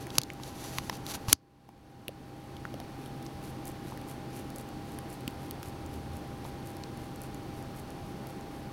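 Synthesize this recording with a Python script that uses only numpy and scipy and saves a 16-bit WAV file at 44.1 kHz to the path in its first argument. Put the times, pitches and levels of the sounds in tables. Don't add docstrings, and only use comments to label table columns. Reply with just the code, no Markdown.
import sys
import numpy as np
from scipy import signal
from scipy.fft import rfft, irfft, next_fast_len
from scipy.io import wavfile
from scipy.ndimage import uniform_filter1d

SR = 44100
rng = np.random.default_rng(int(sys.argv[2]) if len(sys.argv) > 2 else 0)


def transcribe(u):
    v = np.clip(np.atleast_2d(u).T, -1, 1)
    q = np.round(v * 32767).astype(np.int16)
    wavfile.write(sys.argv[1], SR, q)


N = 384552
TIME = np.arange(N) / SR
CLICK_TIME = TIME[:4096]
POP_LEAD_SAMPLES = 64

# frequency_hz, level_db
FAN_COLOUR = [(20, -9), (35, -3.5), (90, 1.5), (170, 0.5), (330, 1.5), (430, -6), (600, -9), (880, -10),
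              (1150, -14.5), (2000, -20.5), (4200, -25.5), (6000, -29.5), (8000, -40.5), (16000, -45.5)]
# pitch_hz, level_db, wander_hz
FAN_TONES = [(88.4, -60.5, 2.5), (131.4, -50, 1.17), (265, -68, 2.5), (299.6, -58.5, 3), (519, -66.5, 1.46),
             (800, -53.5, 0.45)]
# frequency_hz, level_db
MIC_COLOUR = [(2000, -6.5), (8000, -3), (10800, 1), (12300, -3), (14000, -5.5), (15700, -3.5)]
# pitch_hz, level_db, wander_hz
WHINE_TONES = [(4428, -72.5, 1), (8328, -78.5, 1), (8796, -83, 1), (13254, -85, 1), (13722, -82, 1)]
# middle_s, half_length_s, level_db, centre_hz
ROOM_SWELL = (6, 0.2, -42, 79)
# start_s, level_db, pitch_hz, t60_s
THUDS = [(.185, -22.5, 127.8, 0.055), (0.787, -29, 150, 0.033), (1.284, -19.5, 125, .05),
         (1.329, -19, 279.7, 0.042), (1.332, -21.5, 80, .09), (2.082, -24, 307, 0.022),
         (5.2773, -27.5, 260, 0.048)]
# return_s, rasp_db, click_db, cavity_hz, crackle_db
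TONGUE_LICKS = [(3.226, -60, -62, 4800, -58.5), (3.655, -54.5, -46, 6500, -51),
                (4.078, -54.5, -58, 7000, -52), (4.56, -52.5, -43.5, 7000, -52),
                (5.102, -57, -51, 7800, -53.5), (5.63, -58.5, -43, 1500, -52),
                (6.135, -59, -57, 3000, -54.5), (6.657, -58, -55, 6000, -55),
                (7.2174, -60, -45.5, 7500, -55), (7.762, -59, -59, 7000, -55),
                (8.2704, -64, -49, 3500, -59.5), (8.75, -62, -60, 7000, -60)]
# frequency_hz, level_db
RASP_COLOUR = [(800, -5.5), (2500, 5), (4500, -0.5), (6500, -1), (8200, -5.5), (9700, -2.5), (11000, 2),
               (12200, -1.5), (14000, -8.5), (15800, -12.5)]
# frequency_hz, level_db
CRACKLE_COLOUR = [(2000, -20), (5500, -8.5), (7500, -0.5), (10000, 3), (12000, 1.5), (14000, -3),
                  (15800, -7.5)]
# centre_hz, width_hz, gain_db
MOUTH_RESONANCES = [(4710, 700, -3.5), (5900, 490, 1.5), (10500, 580, -4.5), (11300, 500, -4.5)]
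# full_flow_s, hold_s, level_db, swell_s_per_10_db, close_s_per_10_db
PAW_SUCKS = [(.018, .012, -54.5, .025, .03), (.138, .037, -51.5, .03, .018), (.45, .025, -47, .045, .055),
             (.645, .025, -44, .13, .06), (.762, .015, -43, 0.07, .035), (.85, .015, -49.5, .05, .05),
             (.94, .014, -46.5, 0.03, .02), (1.103, .01, -37.5, .03, .025),
             (1.145, .011, -39.5, .025, .008), (1.288, .042, -37, .006, .01)]
# frequency_hz, level_db
SUCK_COLOUR = [(300, -3), (900, 4.5), (1700, -2), (3000, -1.5), (4300, -1.5), (5200, -6), (6000, -4.5),
               (7200, -3.5), (8400, -8.5), (10000, -5), (11700, -7.5), (14000, -8.5), (15600, -15.5)]
# start_s, cavity_hz, ring_db, snap_db, spray_db
WET_SMACKS = [(.069, 1800, -46, -55, -49), (.104, 3800, -49, -45.5, -57), (.155, 2700, -48, -46, -48),
              (.2162, 4400, -35, -38, -37.5), (.2342, 4400, -37.5, -36, -44), (.302, 2200, -36, -48, -59),
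              (.3348, 7360, -59, -56, -50), (.3988, 900, -43, -52, -69), (.4349, 3800, -41, -44, -57),
              (.7845, 1050, -33, -28.5, -35.5), (.897, 960, -28, -29.5, -41), (.928, 1070, -42, -49, -56),
              (.9704, 7580, -67, -60, -51), (1.0656, 3400, -49, -41, -42),
              (1.2838, 1003, -35.5, -36, -43.5), (1.69, 800, -34.5, -47, -48),
              (2.0819, 2820, -28.5, -39, -31), (2.091, 530, -30, -50, -50), (2.5673, 3300, -48, -53, -58.5),
              (2.6525, 1400, -34, -48, -61), (2.7411, 560, -35, -48, -50), (2.8014, 726, -39.5, -45.5, -47),
              (3.0602, 3190, -53, -59, -51), (3.2644, 5200, -51, -51, -63), (3.922, 870, -38.5, -56, -70),
              (3.9746, 1770, -52, -52, -51), (4.9877, 1640, -54, -52, -41.5),
              (5.2783, 2800, -36.5, -39, -41), (5.5101, 4500, -45, -46, -38),
              (6.4509, 890, -39.5, -51, -70), (6.8372, 4300, -43.5, -50, -65), (7.16, 7660, -56, -65, -51)]
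# frequency_hz, level_db
SKIN_SNAP_COLOUR = [(500, 0.5), (1400, 1.5), (3000, 2), (6000, -4.5), (7500, -5.5), (9500, -28.5),
                    (16000, -37.5)]
# frequency_hz, level_db
SALIVA_SPRAY_COLOUR = [(4000, -39.5), (8500, -16), (9900, -1), (11200, -4.5), (12400, -1.5), (13800, -17.5),
                       (15600, -5.5)]
# start_s, level_db, hold_s, brightness_db
SEAL_POPS = [(0.1833, -14, 0.00091, -9.5), (1.3290, -3.5, 0.0013, -2.5)]
# frequency_hz, level_db
SEAL_COLOUR = [(200, -7), (1000, -7), (1500, -12.5), (3200, -6), (4800, -2.5), (6000, -1.5), (7000, 1),
               (8300, -5.5), (10700, 2.5), (12200, 1), (13800, -10.5), (15600, 5.5)]
# level_db, t60_s, centre_hz
POP_HISS = (-40, 0.19, 4700)


def from_db(db):
    return 10 ** (np.asarray(db) / 20)


def rms_one(x):
    return x / np.sqrt(np.mean(x ** 2) + 1e-20)


def unit_click(x, span_s=.005):
    return x * np.sqrt(span_s * SR / (np.sum(x ** 2) + 1e-20))


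def add(out, start_s, sound):
    at = max(int(start_s * SR), 0)
    out[at:at + len(sound)] += sound[:max(N - at, 0)]


def coloured(x, colour):
    size = next_fast_len(len(x) // 2 + 1) * 2
    hz = np.fft.rfftfreq(size, 1 / SR) + 1
    points_hz, points_db = np.transpose(colour)
    gain = from_db(np.interp(np.log(hz), np.log(points_hz), points_db))
    gain /= np.hypot(1, (.5 * points_hz[0] / hz) ** 2)
    cepstrum = irfft(np.log(gain))
    cepstrum[1:size // 2] *= 2
    cepstrum[size // 2 + 1:] = 0
    return irfft(rfft(x, size) * np.exp(rfft(cepstrum)))[:len(x)]


def band_noise(hz, octaves):
    edges = np.clip(hz * 2 ** (np.array([-.5, .5]) * octaves), 10, .45 * SR)
    band = signal.butter(2, edges, "band", fs=SR, output="sos")
    return rms_one(signal.sosfilt(band, rng.standard_normal(N)))


def drift(per_s):
    knots = rng.standard_normal(4096)
    return rms_one(np.interp(TIME * per_s, np.arange(len(knots)), knots))


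def grains(per_s, spread_db):
    sizes = from_db(spread_db * np.minimum(rng.exponential(1, N), 4)) * rng.choice([-1, 1], N)
    return rms_one(sizes * (rng.random(N) < per_s / SR))


def ring(hz, t60, glide):
    bend = 1 + glide * (np.minimum(CLICK_TIME / t60, 1) - .2)
    return np.sin(2 * np.pi * np.cumsum(hz * bend) / SR) * from_db(-60 * CLICK_TIME / t60)


def room_tone(fan_db=-43, hiss_db=-65):
    rumble = from_db(fan_db) * rms_one(coloured(rng.standard_normal(N), FAN_COLOUR))
    hiss = from_db(hiss_db) * rms_one(coloured(rng.standard_normal(N), MIC_COLOUR))
    tones = np.zeros(N)
    for hz, db, wander_hz in FAN_TONES + WHINE_TONES:
        phase = 2 * np.pi * np.cumsum(hz + wander_hz * drift(per_s=14)) / SR
        tones += from_db(db) * np.sqrt(2) * np.sin(phase)
    return rumble + hiss + tones


def low_swell():
    middle_s, half_s, db, hz = ROOM_SWELL
    return from_db(db) * band_noise(hz, octaves=.42) / (1 + ((TIME - middle_s) / half_s) ** 2)


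def reflections(x, wet_db=-31, t60=.13, predelay_s=.003, dull_hz=6000):
    t = TIME[:SR // 3]
    tail = rng.standard_normal(len(t)) * from_db(-60 * t / t60) * (t > predelay_s)
    tail = signal.sosfilt(signal.butter(2, dull_hz, fs=SR, output="sos"), tail)
    return from_db(wet_db) * signal.fftconvolve(x, tail / np.linalg.norm(tail))[:N]


def thuds():
    out = np.zeros(N)
    for start_s, db, hz, t60 in THUDS:
        add(out, start_s, from_db(db) * ring(hz, t60, glide=0))
    return out


def strokes(drag_lead_s=.187, crackle_lag_s=.028):
    drags = [(s - drag_lead_s, .047, rasp_db, .25) for s, rasp_db, *_ in TONGUE_LICKS]
    returns = [(s + crackle_lag_s, .03, crackle_db, .7) for s, *_, crackle_db in TONGUE_LICKS]
    return drags + returns


def licking(idle_db=-70):
    rasp_power = crackle_power = from_db(idle_db) ** 2 / 2
    for middle_s, half_s, db, wet_share in strokes():
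        power = from_db(db) ** 2 * np.exp(-2 * np.minimum(((TIME - middle_s) / half_s) ** 2, 20))
        rasp_power = rasp_power + power * (1 - wet_share)
        crackle_power = crackle_power + power * wet_share
    rasp = rms_one(coloured(grains(per_s=9000, spread_db=8), RASP_COLOUR))
    crackle = rms_one(coloured(grains(per_s=600, spread_db=5), CRACKLE_COLOUR))
    return np.sqrt(rasp_power) * rasp + np.sqrt(crackle_power) * crackle


def stray_smacks(from_s=2.9, per_s=3, low_hz=3500, high_hz=7850, spread_db=2.5):
    ring_db, snap_db, spray_db = -59, -60, -54
    timing, pitch, strength = rng.random((64, 3)).T
    times = from_s + (np.arange(len(timing)) + timing) / per_s
    cavities = low_hz * (high_hz / low_hz) ** pitch
    trims_db = spread_db * (2 * strength - 1)
    return [(s, hz, ring_db + trim, snap_db + trim, spray_db + trim)
            for s, hz, trim in zip(times, cavities, trims_db) if s < N / SR]


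def tongue_clicks(shut_hz=7000, shut_body_db=-10, open_db_per_octave=3):
    rows = []
    for return_s, _, click_db, hz, _ in TONGUE_LICKS:
        body_db = click_db + shut_body_db + open_db_per_octave * np.log2(shut_hz / hz)
        rows.append((return_s, hz, body_db, body_db, click_db))
    return rows


def cavity_ring(hz, upper_ratio=1.39, upper_db=-8, glide=.091):
    t60 = .0028 + 9 / hz
    upper = from_db(upper_db) * ring(hz * upper_ratio, t60 / upper_ratio, glide)
    return unit_click(ring(hz, t60, glide) - upper)


def snap_colour(cavity_hz, tracking=.16, low_cut_db=-24):
    points_hz, points_db = np.transpose(SKIN_SNAP_COLOUR)
    points_hz = points_hz * (cavity_hz / 2500) ** tracking
    octaves_below = np.clip(np.log2(.8 * cavity_hz / points_hz), 0, 1)
    return np.c_[points_hz, points_db + low_cut_db * octaves_below]


def rupture(colour, t60):
    burst = rng.standard_normal(len(CLICK_TIME)) * from_db(-60 * CLICK_TIME / t60)
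    return unit_click(coloured(burst, colour))


def smacks():
    out = np.zeros(N)
    for start_s, hz, ring_db, snap_db, spray_db in WET_SMACKS + tongue_clicks() + stray_smacks():
        cavity = from_db(ring_db) * cavity_ring(hz)
        snap = from_db(snap_db) * rupture(snap_colour(hz), t60=.01)
        spray = from_db(spray_db) * rupture(SALIVA_SPRAY_COLOUR, t60=.0039)
        add(out, start_s, cavity + snap + spray)
    return out


def mouth(x):
    return x + sum(from_db(db) * signal.lfilter(*signal.iirpeak(hz, hz / width_hz, fs=SR), x)
                   for hz, width_hz, db in MOUTH_RESONANCES)


def suck_level_db(leak_db=-63, fade_s_per_10_db=.03):
    since_last_pop = np.maximum(TIME - SEAL_POPS[-1][0], 0)
    envelopes = [leak_db - 10 * since_last_pop / fade_s_per_10_db]
    for full_flow_s, hold_s, db, swell, close in PAW_SUCKS:
        attack_db = 10 * np.maximum(full_flow_s - TIME, 0) / swell
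        release_db = 10 * np.maximum(TIME - full_flow_s - hold_s, 0) / close
        envelopes.append(db - attack_db - release_db)
    return np.max(envelopes, axis=0)


def suction(fizz_db=-5, flutter_db=1.5):
    leak = rng.standard_normal(N) + from_db(fizz_db) * grains(per_s=1300, spread_db=5.5)
    level_db = suck_level_db() + flutter_db * drift(per_s=90)
    return from_db(level_db) * rms_one(mouth(coloured(leak, SUCK_COLOUR)))


def seal_tear(hold_s, t60=.004):
    envelope = from_db(-60 * np.maximum(CLICK_TIME - hold_s, 0) / t60)
    burst = rng.choice([-1, 1], len(CLICK_TIME)) * envelope
    spectrum = rfft(np.roll(burst, POP_LEAD_SAMPLES))
    return irfft(spectrum / np.sqrt(np.abs(spectrum) + 1e-9))[:len(burst) // 2]


def pops(shelf_hz=5500):
    out = np.zeros(N)
    for start_s, db, hold_s, bright_db in SEAL_POPS:
        colour = [(hz, level + bright_db * np.clip(np.log2(hz / shelf_hz), 0, 1))
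                  for hz, level in SEAL_COLOUR]
        crack = unit_click(mouth(coloured(seal_tear(hold_s), colour)))
        add(out, start_s - POP_LEAD_SAMPLES / SR, from_db(db) * crack)
    hiss_db, t60, hiss_hz = POP_HISS
    fade = from_db(hiss_db - 60 * TIME[:SR // 2] / t60)
    add(out, SEAL_POPS[-1][0], band_noise(hiss_hz, octaves=.35)[:len(fade)] * fade)
    return out


def scene():
    cat = pops() + smacks() + thuds() + suction() + licking()
    return (cat + reflections(cat) + room_tone() + low_swell())[None]


def gain_control(x, threshold_db=-19, charge_db=77, release_s=.35, attack_s=.016):
    level = np.sqrt(np.abs(uniform_filter1d(x ** 2, size=44)))
    excess = np.maximum(level - from_db(threshold_db), 0) ** 2
    store = signal.lfilter([from_db(charge_db) / SR], [1, -np.exp(-1 / (release_s * SR))], excess)
    ease = np.exp(-1 / (attack_s * SR))
    cut_db = signal.lfilter([1 - ease], [1, -ease], 20 * np.log10(1 + store))
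    return x * from_db(-cut_db)


def record(dry):
    ceiling, cutoff_hz = .8, 16050
    saturated = ceiling * np.tanh(gain_control(dry) / ceiling)
    size = next_fast_len(N + SR // 10)
    top_cut = 1 / (1 + (np.fft.rfftfreq(size, 1 / SR) / cutoff_hz) ** 100)
    return irfft(rfft(saturated, size) * top_cut, size)[:, :N]


dry = scene()
out = record(dry)
transcribe(out)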